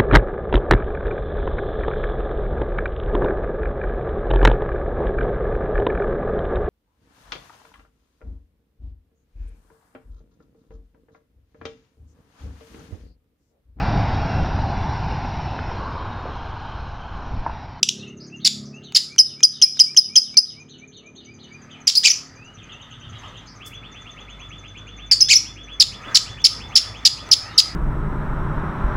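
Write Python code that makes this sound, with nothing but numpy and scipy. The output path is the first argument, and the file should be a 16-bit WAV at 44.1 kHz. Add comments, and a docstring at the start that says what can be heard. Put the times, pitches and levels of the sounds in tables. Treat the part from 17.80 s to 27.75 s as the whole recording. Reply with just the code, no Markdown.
"""A caged lovebird calls close to a microphone in a walled garden: zigzag chirps, pure peeps, ticks, one rise
and two squawks, each a gliding harmonic tone filtered by the beak and thrown back by posts and walls.
Farther birds are whistled sines in reverberation; two engines are sums of exhaust orders; traffic is
coloured noise. The recorder's limiter ducks everything under the loudest calls."""
import sys
import numpy as np
from scipy import signal
from scipy.fft import rfft, irfft, next_fast_len
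from scipy.io import wavfile
from scipy.ndimage import uniform_filter1d, map_coordinates

SR = 44100
rng = np.random.default_rng(int(sys.argv[2]) if len(sys.argv) > 2 else 0)


def store_wav(level_fs):
    """Save 16-bit WAV to argv[1]."""
    pcm = np.round(np.clip(np.atleast_2d(level_fs), -1, 1) * 32767)
    wavfile.write(sys.argv[1], SR, pcm.T.astype(np.int16))


N = 438794
TIME = np.arange(N) / SR
TOP_HZ = 15900  # upper band limit


def amp(db):
    """Decibel law: 20 dB is a tenfold amplitude."""
    return 10 ** (np.asarray(db) / 20)


def unit(x):
    """Normalization: scale to an rms of 1."""
    return x / np.sqrt(np.mean(x ** 2) + 1e-20)


def bell(t, centre, width):
    """Gaussian bump of height 1, falling to 1/e at width from the centre."""
    return np.exp(-((t - centre) / width) ** 2)


def along(points, hz):
    """Logarithmic frequency scale: interpolate (Hz, value) points on a log axis."""
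    f, v = np.transpose(points)
    return np.interp(np.log(hz + 1), np.log(f + 1), v)


def curves(rows, t):
    """Linear interpolation: each column after the time, read at the times t."""
    s, *cols = np.transpose(rows)
    return [np.interp(t, s, c) for c in cols]


def wobble(rate, size):
    """Band-limited random modulation: a smooth curve through rate random knots a second."""
    knots = rng.standard_normal(int(size * rate / SR) + 4)
    return map_coordinates(knots, [np.arange(size) * rate / SR])


def filtered(x, response):
    """Linear filtering: the spectrum of x times a response of frequency."""
    m = next_fast_len(N + SR // 2)
    return irfft(rfft(x, m) * response(np.fft.rfftfreq(m, 1 / SR)), m)[..., :N]


def noise(spectrum, patchy_db=0):
    """Spectral shaping: coloured noise of rms 1, with drifting louder and softer patches."""
    z = signal.stft(rng.standard_normal(N), nperseg=1024)[2]
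    field = uniform_filter1d(rng.standard_normal(z.shape), size=6, axis=0)
    field = uniform_filter1d(field, size=9, axis=1)
    patched = signal.istft(z * amp(patchy_db * unit(field)), nperseg=1024)[1][:N]
    return unit(filtered(patched, lambda hz: amp(along(spectrum, hz))))


def add(track, s, x):
    """Superposition: mix x into the track from second s on."""
    part = track[..., max(round(s * SR), 0):][..., :x.shape[-1]]
    part += x[..., :part.shape[-1]]


def envelope(size, attack_s, release_s):
    """Amplitude envelope: linear attack, hold and release."""
    t = np.arange(size) / SR
    return np.clip(np.minimum(t / attack_s, (t[-1] - t) / release_s), 0, 1)


def gesture(shape, stretch, ratio):
    """Joint frequency and amplitude modulation: pitch and strength of one note, sample by sample."""
    t = np.arange(int(shape[-1][0] * stretch * SR)) / SR / stretch
    hz, db = curves(shape, t)
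    return hz * ratio, amp(db) * envelope(len(t), 0.00061, .0005)


# Reverberation of the garden. Each row: frequency in Hz, time to decay by 60 dB in seconds.
GARDEN = [(500, .3), (2500, 0.29), (5000, 0.33), (6500, 0.32), (10000, 0.32), (15000, 0.23)]


def garden_tail():
    """Diffuse reverberation: walls and leaves answer with decaying noise of energy 1."""
    hz, t, z = signal.stft(rng.standard_normal(SR // 2), SR, nperseg=256)
    decay_db = -60 * t / along(GARDEN, hz)[:, None]
    tail = signal.istft(z * amp(decay_db), SR, nperseg=256)[1]
    tail *= 1 - np.exp(-np.arange(len(tail)) / SR / 0.0091)  # gradual build-up
    return tail / np.linalg.norm(tail)


def near_echoes(count=10):
    """Early reflection: sharp echoes from the cage floor, cup and posts, of energy 1."""
    delay_s = rng.uniform(.002, .024, count)
    size = rng.choice([-1, 1], count) * np.exp(-delay_s / 0.013)
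    return np.bincount((delay_s * SR).astype(int), size / np.linalg.norm(size))


# Course of the distant traffic. Each row: time in seconds, rumble in dB (before a 1.5 dB cut), tyre rush in dB.
TRAFFIC = [(0, -48.5, -59.5), (2.5, -53, -63), (3.4, -52.5, -63.5), (3.9, -54, -51.5), (6.4, -51, -48.5),
           (7.5, -49.5, -53), (8.8, -46, -45), (9.95, -48, -41.5)]
# Swells of the rush. Each row: peak time in seconds, time from peak to 1/e in seconds, peak level in dB.
SWELLS = [(5.46, .15, -44.5), (8.3, 0.14, -38.5), (9.5, 0.69, -41.5)]
# Spectrum of the rumble. Each row: frequency in Hz, relative level in dB per Hz.
RUMBLE = [(20, -38.5), (45, -20.5), (75, -7.5), (110, -1.5), (167, -6), (233, -7), (377, -12), (600, -16.5),
          (900, -27), (1500, -69.5)]
# Spectrum of the tyre rush. Each row: frequency in Hz, relative level in dB per Hz.
RUSH = [(300, -2.5), (600, -0.5), (1000, 1), (1130, -0.5), (1250, 9.5), (1420, 0), (2000, 1), (2800, -10),
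        (4300, -16), (7000, -23), (10000, -36), (15500, -39.5)]


def traffic():
    """Incoherent summation: low rumble, and a rush whose power swells as vehicles go by."""
    rumble_db, rush_db = curves(TRAFFIC, TIME)
    rumble = amp(rumble_db - 1.5 + 1.3 * wobble(7, N)) * noise(RUMBLE, patchy_db=2.5)
    swell_power = sum((amp(db) * bell(TIME, s, width)) ** 2 for s, width, db in SWELLS)
    rush_level = np.sqrt(amp(rush_db) ** 2 + swell_power)
    rush = rush_level * amp(.9 * wobble(13, N)) * noise(RUSH, patchy_db=2.5)
    return rumble + rush


def engine(rate_hz, db, note, unsteady):
    """Harmonic orders: multiples of the rate, each wavering on its way through the gardens."""
    phase = 2 * np.pi * np.cumsum(rate_hz * (1 + unsteady * wobble(8.3, N))) / SR
    orders = 0
    for k, level_db in note:
        start_phase = rng.uniform(0, 2 * np.pi)
        orders = orders + amp(level_db + 3.6 * wobble(4, N)) * np.sin(k * phase + start_phase)
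    return amp(db) * unit(orders)


# Level of the first engine. Each row: time in seconds, level in dB.
FIRST_LEVEL = [(.9, -40.5), (1.4, -49.5), (2.7, -52), (3.3, -49), (4, -48), (6, -59.5)]
# Exhaust note of the first engine. Each row: multiple of the firing rate, relative level in dB.
FIRST_NOTE = [(2, -29.5), (3, -12.5), (4, 1), (5, -5), (6, 0), (7, 0), (8, -14), (9, -7), (10, -10),
              (11, -7.5), (12, -9.5)]


def first_engine(start_hz=34.45, gain_hz_per_s=0.81):
    """Harmonic glide: every order climbs with the firing rate as this engine speeds up and leaves."""
    return engine(start_hz + gain_hz_per_s * TIME, *curves(FIRST_LEVEL, TIME), FIRST_NOTE, unsteady=0.0022)


# Resonance of throat and beak. Each row: frequency in Hz, gain in dB.
BEAK = [(600, -42), (1300, -27), (2100, -25.5), (3000, -10), (4000, -5.5), (5000, -0.5), (6000, -3.5),
        (7400, -7), (8000, -28), (8900, -19.5), (10000, -17.5), (13000, -29.5), (15500, -19.5)]
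# What a full gape adds to it. Each row: frequency in Hz, added gain in dB.
GAPE = [(1500, -1), (2300, 9.5), (3000, 3), (3800, 0.5), (5000, -3.5), (6200, 0), (7300, 2), (8500, -1.5)]


def syrinx(hz, strength, rough, gape, rolloff_db=-7, low_rolloff_db=-3.5, rasp_db=-12, blur=0.4,
           hiss_db=-15, quaver=.013):
    """Source and filter: a gliding harmonic tone through the beak; rough notes flutter and split."""
    n = len(hz)
    hz = hz * (1 + .08 * rough * wobble(1400, n) + (quaver + .05 * rough) * wobble(350, n))
    strength = strength * amp((1 + 5.9 * rough) * wobble(599.5, n))
    phase = 2 * np.pi * np.cumsum(hz) / SR
    # Low notes are richer: their partials fall off less steeply.
    slope_db = np.interp(hz, [2800, 4600], [low_rolloff_db, rolloff_db])

    def beak(f):
        return amp(along(BEAK, f) + gape * along(GAPE, f)) * (f < TOP_HZ)

    def partial(k):
        # Cycles differ a little in shape, which blurs the upper partials.
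        wave = np.sin(k * phase + blur * (k - 1) * wobble(1500, n))
        return beak(k * hz) * amp(slope_db * max(k - 1, 0)) * wave

    tone = sum(partial(k) for k in range(1, 8))
    # Uneven membrane cycles put a rasp halfway between the harmonics.
    rasp = sum(partial(k + .5) * wobble(1500, n) for k in range(3))
    # Air hisses through the beak.
    hiss_spectrum = rfft(rng.standard_normal(n)) * beak(np.fft.rfftfreq(n, 1 / SR))
    hiss = unit(irfft(hiss_spectrum, n))if n % 2 == 0 else unit(irfft(hiss_spectrum, n))
    # rasp_db holds at roughness 0.2, hiss_db at roughness 1.
    return strength * (tone + amp(rasp_db) * 5 * rough * rasp + amp(hiss_db) * rough * hiss)


# Shape of a tick. Each row: time in seconds before stretching, pitch in Hz before the ratio, effort in dB.
TICK = [(0, 2010, -21.5), (.0012, 2556, -2.5), (.004, 3100, 1), (.0052, 3930, -3.5), (.006, 4200, -23.5)]
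# The ticks. Each row: start in seconds, effort in dB, stretch, pitch ratio, roughness 0-1, echo in dB,
# beak gape 0-1.
TICKS = [(0.029, 2.5, 0.95, 0.96, 0.2, 1.5, 0), (0.0878, 1.5, 1, 1, .11, -1, .3)]


def ticks():
    """Rapid frequency sweep: a few milliseconds of rising pitch are heard as a tick."""
    for s, db, stretch, ratio, rough, echo_db, gape in TICKS:
        yield s, db, echo_db, syrinx(*gesture(TICK, stretch, ratio), rough, gape)


# Three arches of pitch make a chirp. Each row: length in seconds before stretching, place of the crest 0-1,
# crest in Hz and end in Hz before the ratio, effort in dB.
ARCHES = [(.0062, .45, 5947, 4192, -1.5), (.0078, .55, 5056, 2702, 0), (.017, .42, 5350, 1550, 0)]


def chirp(stretch, ratio, start_hz=5400, rise_power=3.5, fall_power=1.5, dip_db=-4, attack_s=.004):
    """Coupled pitch and loudness: each arch leaps to a crest and plunges, weakening between arches."""
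    hz, db, foot_hz = [], [], start_hz
    for length, crest, crest_hz, end_hz, effort_db in ARCHES:
        u = np.linspace(0, 1, int(length * stretch * SR))
        rise = np.abs(1 - u / crest) ** rise_power
        fall = np.abs((u - crest) / (1 - crest)) ** fall_power
        below = np.where(u < crest, rise, fall)  # 0 at the crest, 1 at either foot
        hz.append(crest_hz + below * (np.where(u < crest, foot_hz, end_hz) - crest_hz))
        db.append(effort_db + dip_db * below)
        foot_hz = end_hz
    hz, db = np.concatenate(hz), np.concatenate(db)
    return hz * ratio, amp(db) * envelope(len(hz), attack_s, .0005)


# The chirps. Each row: start in seconds, effort in dB, stretch, pitch ratio, roughness 0-1, echo in dB,
# beak gape 0-1.
CHIRPS = [ (0.646, -4, 1.15, 0.94, .35, 3, 0.3), (1.147, -3.5, 1.03, .94, .35, 3.5, .2),
          (4.07, -1.5, 1.05, 1, .33, 5, .25), (7.998, 1, 1, 0.96, 0.2, -1, 0),
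          (8.345, -0.5, 1.07, 0.98, 0.4, -0.5, 0.2), (8.6409, 1, 1, .97, .26, 0.5, 0.1),
          (8.954, 1, .93, .97, .3, 0.5, 0), (9.25, 1, .94, 0.94, .3, 0, 0),
          (9.5125, 3, .97, 0.99, .15, -1, 0.02), (9.7772, 2.5, .91, .96, .2, 0, 0)]


def chirps():
    """Zigzag frequency modulation: the arched pitch drives the syrinx."""
    for s, db, stretch, ratio, rough, echo_db, gape in CHIRPS:
        yield s, db, echo_db, syrinx(*chirp(stretch, ratio), rough, gape, rolloff_db=-4.5)


def peep(length, lead_s, lead_hz, over_s, held_hz, lead_db=-8, lead_rise=0.11, overshoot=.17,
         sag_hz_per_s=7000, break_db=-11, break_s=.0009, release_s=.009):
    """Register break: a soft low lead-in jumps high, overshoots, catches and settles on a sagging tone."""
    t = np.arange(int(length * SR)) / SR
    high = np.clip((t - lead_s) / break_s + .5, 0, 1)  # 0 in the low register, 1 in the high
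    arc = np.sin(np.pi * np.clip((t - lead_s) / over_s, 0, 1))
    # The sag reaches held_hz where the release begins.
    high_hz = held_hz * (1 + overshoot * arc) + sag_hz_per_s * (length - release_s - t)
    low_hz = lead_hz * (1 + lead_rise * t / lead_s)
    hz = (1 - high) * low_hz + high * high_hz
    breaks = bell(t, lead_s - break_s / 2, break_s) + bell(t, lead_s + over_s + 2 * break_s, break_s)
    return hz, amp(lead_db * (1 - high) + break_db * breaks) * envelope(len(t), 0.0016, release_s)


# The peeps. Each row: start in seconds, effort in dB, length in seconds, lead-in in seconds, lead-in start in Hz,
# overshoot in seconds, held pitch at the release in Hz, roughness 0-1, echo in dB.
PEEPS = [ (1.3814, 2, 0.039, 0.0067, 2910, 0.0049, 5030, .07, -0.5),
         (1.6293, 3, 0.032, 0.0047, 3040, .0045, 5040, 0.05, -2),
         (1.816, 3.5, 0.034, 0.0067, 3006, 0.006, 5044, 0.1, 0),
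         (1.9923, 1.5, 0.033, .0062, 2960, 0.0039, 5026, 0.1, 1),
         (2.165, 3, .036, .0075, 2970, .0052, 5036, 0.04, -2),
         (2.3552, 3, 0.037, .0072, 3000, 0.0045, 5085, 0.09, 0.5),
         (2.569, 6, .029, .0045, 4350, 0.003, 5050, .06, -3),
         (7.311, -3, .032, .002, 3980, 0.0055, 4630, .3, 4.5),
         (7.4032, -3, 0.033, 0.0033, 4125, 0.0081, 5090, 0.07, 3)]


def peeps():
    """Spectral purity: steep rolloff of the upper partials leaves nearly a pure tone."""
    for s, db, length, lead_s, lead_hz, over_s, held_hz, rough, echo_db in PEEPS:
        pitch_and_strength = peep(length, lead_s, lead_hz, over_s, held_hz)
        yield s, db, echo_db, syrinx(*pitch_and_strength, rough, 0, rolloff_db=-8.5)


# Shape of the rising call. Each row: time in seconds before stretching, pitch in Hz before the ratio, effort in dB.
RISE = [(0, 3920, -5.5), (.003, 5194, 0.5), (.006, 6420, -4.5), (.009, 4180, -2.5), (.02, 4760, -1),
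        (.024, 5150, 2), (.032, 5160, -1), (.036, 4990, -13.5)]


def rising_call(start_s=4.152, effort_db=-4.5, rough=0.12, echo_db=3.5):
    """Harmonic richness: one call leaps, drops and climbs again, with strong upper partials."""
    yield start_s, effort_db, echo_db, syrinx(*gesture(RISE, 0.95, 0.98), rough, 0, rolloff_db=-2)


def squawk(stretch, ratio, start_hz=1550, crest_hz=2800, end_hz=2150, crest_s=.0265, length_s=.05,
           warble_hz=150, warble=0.13, warble_s=0.0077, start_db=-16):
    """Vibrato: a low hump of pitch swells throughout and warbles around its crest."""
    t = np.arange(int(length_s * stretch * SR)) / SR / stretch
    hz = np.interp(t, [0, crest_s, length_s], [start_hz, crest_hz, end_hz])
    vibrato = np.cos(2 * np.pi * warble_hz * (t - crest_s))
    hz = hz * (1 + warble * bell(t, crest_s, warble_s) * vibrato)
    return hz * ratio, amp(start_db * (1 - t / length_s) ** 2) * envelope(len(t), .0005, 0.00046)


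# Shape of a squeal. Each row: time in seconds before stretching, pitch in Hz before the ratio, effort in dB.
SQUEAL = [(0, 2618, -4.5), (.002, 5125, -0.5), (.007, 6414, -6.5), (.016, 5740, -13.5), (.02, 5270, 0),
          (.025, 5300, -2), (.03, 6020, -3.5), (.038, 5870, -9.5)]
# The squawks. Each row: start in seconds, effort in dB, stretch, pitch ratio, roughness 0-1, echo in dB,
# beak gape 0-1, squeal in dB relative to the squawk.
SQUAWKS = [(4.2333, 2.5, .98, 1, .22, 2.5, .8, -3), (7.4854, 2.5, 1.02, 0.97, 0.08, 0.5, .95, 1)]


def squawks():
    """Resonance shift: a wide gape colours each squawk and the squeal that trails it."""
    for s, db, stretch, ratio, rough, echo_db, gape, squeal_db in SQUAWKS:
        low = syrinx(*squawk(stretch, ratio), rough, gape)
        yield s, db, echo_db, low
        squeal = syrinx(*gesture(SQUEAL, stretch, ratio), rough, gape)
        yield s + len(low) / SR, db + squeal_db, echo_db, squeal


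def lovebird(near_db=-12, tail_db=-15, spread_db=-19):
    """Direct and reflected sound: echoes follow every call and change as the bird turns."""
    out = np.zeros((2, N))
    calls = [*ticks(), *chirps(), *peeps(), *rising_call(), *squawks()]
    for s, db, echo_db, sound in calls:
        call = amp(db) * sound
        add(out, s, call)
        add(out, s, amp(near_db + echo_db) * signal.fftconvolve(call, near_echoes()))
        add(out, s, amp(tail_db + echo_db) * signal.fftconvolve(call, garden_tail()))
        # Left and right differ mostly in the treble: the difference of samples favours it.
        side = signal.fftconvolve(np.diff(call), near_echoes())
        add(out, s, amp(spread_db) * np.outer([1, -1], side))
    return out


def far_note(shape, ratio, wet, scatter=0.64, warble=.012):
    """Multipath propagation: a varied whistle, broken up by nearby walls and trailing into the garden."""
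    hz, strength = gesture(shape, 0.95, ratio * (1 + .006 * rng.standard_normal()))
    hz = hz * (1 + warble * wet * wobble(400, len(hz)))
    note = amp(rng.normal(0, 0.73)) * strength * np.sin(2 * np.pi * np.cumsum(hz) / SR)
    heard = wet * signal.fftconvolve(note, garden_tail())
    add(heard, 0, scatter * signal.fftconvolve(note, near_echoes()))
    add(heard, 0, max(1 - wet, 0) * note)
    return heard


# Song shapes of the farther birds, all later shortened by 5 % and scaled in pitch.
# Each row: time in seconds, pitch in Hz, effort in dB.
TSIP = [(0, 7070, -6.5), (.008, 6440, -1.5), (.016, 6256, -0.5), (.03, 6150, -11.5), (.04, 5974, -28.5)]
COO = [(0, 2220, -11), (.025, 2300, 0.5), (.055, 2450, 2), (.08, 2380, -23)]
SWOOP = [(0, 2900, -3.5), (.02, 4600, -1.5), (.035, 3800, 5.5), (.05, 3740, -2), (.06, 3100, 1.5),
         (.08, 3000, -7.5), (.1, 2520, -12.5)]
TWITTER = [(0, 2454, -8), (.012, 3306, 3), (.024, 2793, -3.5), (.036, 3800, -1.5), (.05, 3006, -5)]
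WHISTLE = [(0, 4700, 0), (.06, 4790, -0.5), (.2, 4800, -4.5), (.28, 4800, -30)]
SLIDE = [(0, 2280, -10), (.07, 2550, -2), (.13, 2850, 0), (.19, 2950, -12)]
UPSLUR = [(0, 2008, -6.5), (.015, 2623, 2.5), (.035, 3435, 0.5), (.055, 3560, 2), (.085, 3540, -4.5),
          (.1, 3400, -38)]
# Voices by name. Each row: shape, level in dB, pitch ratio, echo share.
VOICES = { "coo": (COO, -44.5, 1, 0.35), "high coo": (COO, -42, 1.16, 0.38),
          "swoop": (SWOOP, -45, 0.97, 0.73), "low swoop": (SWOOP, -44, .8, 0.77),
          "twitter": (TWITTER, -39.5, 0.99, 0.9), "high twitter": (TWITTER, -45, 1.55, 1),
          "slide": (SLIDE, -44.5, 1, 0.32), "whistle": (WHISTLE, -57.5, 1, 0.86),
          "upslur": (UPSLUR, -40, 0.98, 0.48)}
# One note repeated at an even pace. Each row: voice, first note in seconds, last note in seconds, count.
PHRASES = [ ("swoop", .17, 1.44, 4), ("high coo", .19, .26, 2), ("high twitter", .39, .82, 2),
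           ("high coo", .5, .93, 2), ("coo", 1.29, 1.56, 2), ("swoop", 1.71, 3.583, 9),
           ("coo", 1.822, 3.701, 9), ("whistle", 3.4, 3.68, 2), ("twitter", 4.88, 5.536, 7),
           ("upslur", 5.797, 6.699, 9), ("upslur", 6.828, 7.986, 11), ("upslur", 8.11, 9.36, 12)]
# Lone notes. Each row: start in seconds, voice.
LONE_NOTES = [(3.89, "low swoop"), (4.42, "whistle"), (4.55, "slide"), (4.76, "low swoop"),
              (4.91, "high coo"), (5.66, "high twitter"), (9.58, "slide"), (9.68, "swoop")]
# A thin, even trill. Each row: first note in seconds, step between notes in seconds, last note in seconds.
TRILL = [(.085, .095, .56), (.85, .0927, 4.0), (4.46, .0923, 5.94), (6.115, .0954, 9.8)]


def far_birds(trill_db=-47):
    """Periodic repetition: phrases of the neighbouring birds and a high trill, among lone notes."""
    out = np.zeros(N)
    notes = list(LONE_NOTES)
    for voice, first, last, count in PHRASES:
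        notes += [(s, voice) for s in np.linspace(first, last, count)]
    for s, voice in notes:
        shape, db, ratio, wet = VOICES[voice]
        add(out, s, amp(db) * far_note(shape, ratio, wet))
    for first, step, last in TRILL:
        for s in np.arange(first, last + step / 2, step):
            add(out, s, amp(trill_db) * far_note(TSIP, 0.98, wet=0.33, warble=0.039))
    return out


def beak_taps(tap_db=-36, t60=0.016):
    """Impulsive excitation: soft dry clicks of decaying noise just before some of the calls."""
    out, t = np.zeros(N), np.arange(SR // 50) / SR
    for s in [1.123, 1.361, 1.606, 1.971, 2.146, 2.543, 8.619, 9.49]:
        add(out, s, amp(tap_db - 60 * t / t60))
    return out * noise([(500, -12), (2000, 1), (4000, -4), (7000, -7.5), (12000, -30.5)])


# Level of the rough beating. Each row: time in seconds, level in dB.
THROB_LEVEL = [(2.3, -78.5), (3.4, -55.5), (4.9, -52), (5.3, -46), (6.8, -54), (7.9, -49), (8.3, -43),
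               (9.95, -43.5)]
# Spectrum of the uneven firing. Each row: frequency in Hz, relative level in dB per Hz.
THROB = [(18, -24.5), (35, -13.5), (65, -8.5), (95, 2.5), (125, -1.5), (180, -13.5), (400, -32.5),
         (800, -70.5)]


def throb():
    """Narrow-band noise: its random envelope is the rough low beating of the second engine as it nears."""
    db, = curves(THROB_LEVEL, TIME)
    return amp(db) * noise(THROB, patchy_db=2.5)


# The second engine draws near. Each row: time in seconds, firings a second, level in dB.
SECOND_ENGINE = [(4.1, 49, -85.5), (4.7, 48.9, -57.5), (6.1, 48.8, -47), (6.8, 50.52, -43.5),
                 (7.8, 50.58, -44), (8.3, 46.98, -46.5), (8.8, 53.02, -45), (9.95, 54.8, -40.5)]
# Exhaust note of the second engine. Each row: multiple of the firing rate, relative level in dB.
SECOND_NOTE = [(1, -1), (2, -7), (3, -14.5), (4, -15), (5, -15.5), (6, -18)]


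def second_engine():
    """Tone plus noise: regular firing gives the low orders, uneven firing the throb."""
    return engine(*curves(SECOND_ENGINE, TIME), SECOND_NOTE, unsteady=.012) + throb()


def feathers():
    """Frictional noise: a short bright rustle as the bird turns to preen."""
    # Each row: time in seconds, level in dB.
    level_db, = curves([(5.84, -110), (5.862, -43.5), (5.88, -43.5), (5.895, -53.5), (5.96, -71.5),
                        (6.05, -110)], TIME)
    return amp(level_db) * noise([(3500, -24.5), (5000, 5.5), (9000, 0.5), (15500, -3.5)])


def scene():
    """Superposition: the lovebird in front; other birds, engines and traffic behind."""
    background = traffic() + first_engine() + far_birds() + second_engine()
    return lovebird() + beak_taps() + feathers() + background


def record(dry, ceiling=0.96, release_db=45):
    """Peak limiting: fast gain reduction recovers at release_db a second, then the band limit."""
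    over_db = 20 * np.log10(np.maximum(np.abs(dry).max(axis=0) / ceiling, 1))
    duck_db = np.maximum.accumulate(over_db + release_db * TIME) - release_db * TIME
    limited = np.clip(dry * amp(-uniform_filter1d(duck_db, size=40)), -1, 1)
    return filtered(limited, lambda hz: hz < TOP_HZ)


dry = scene()
out = record(dry)
store_wav(out)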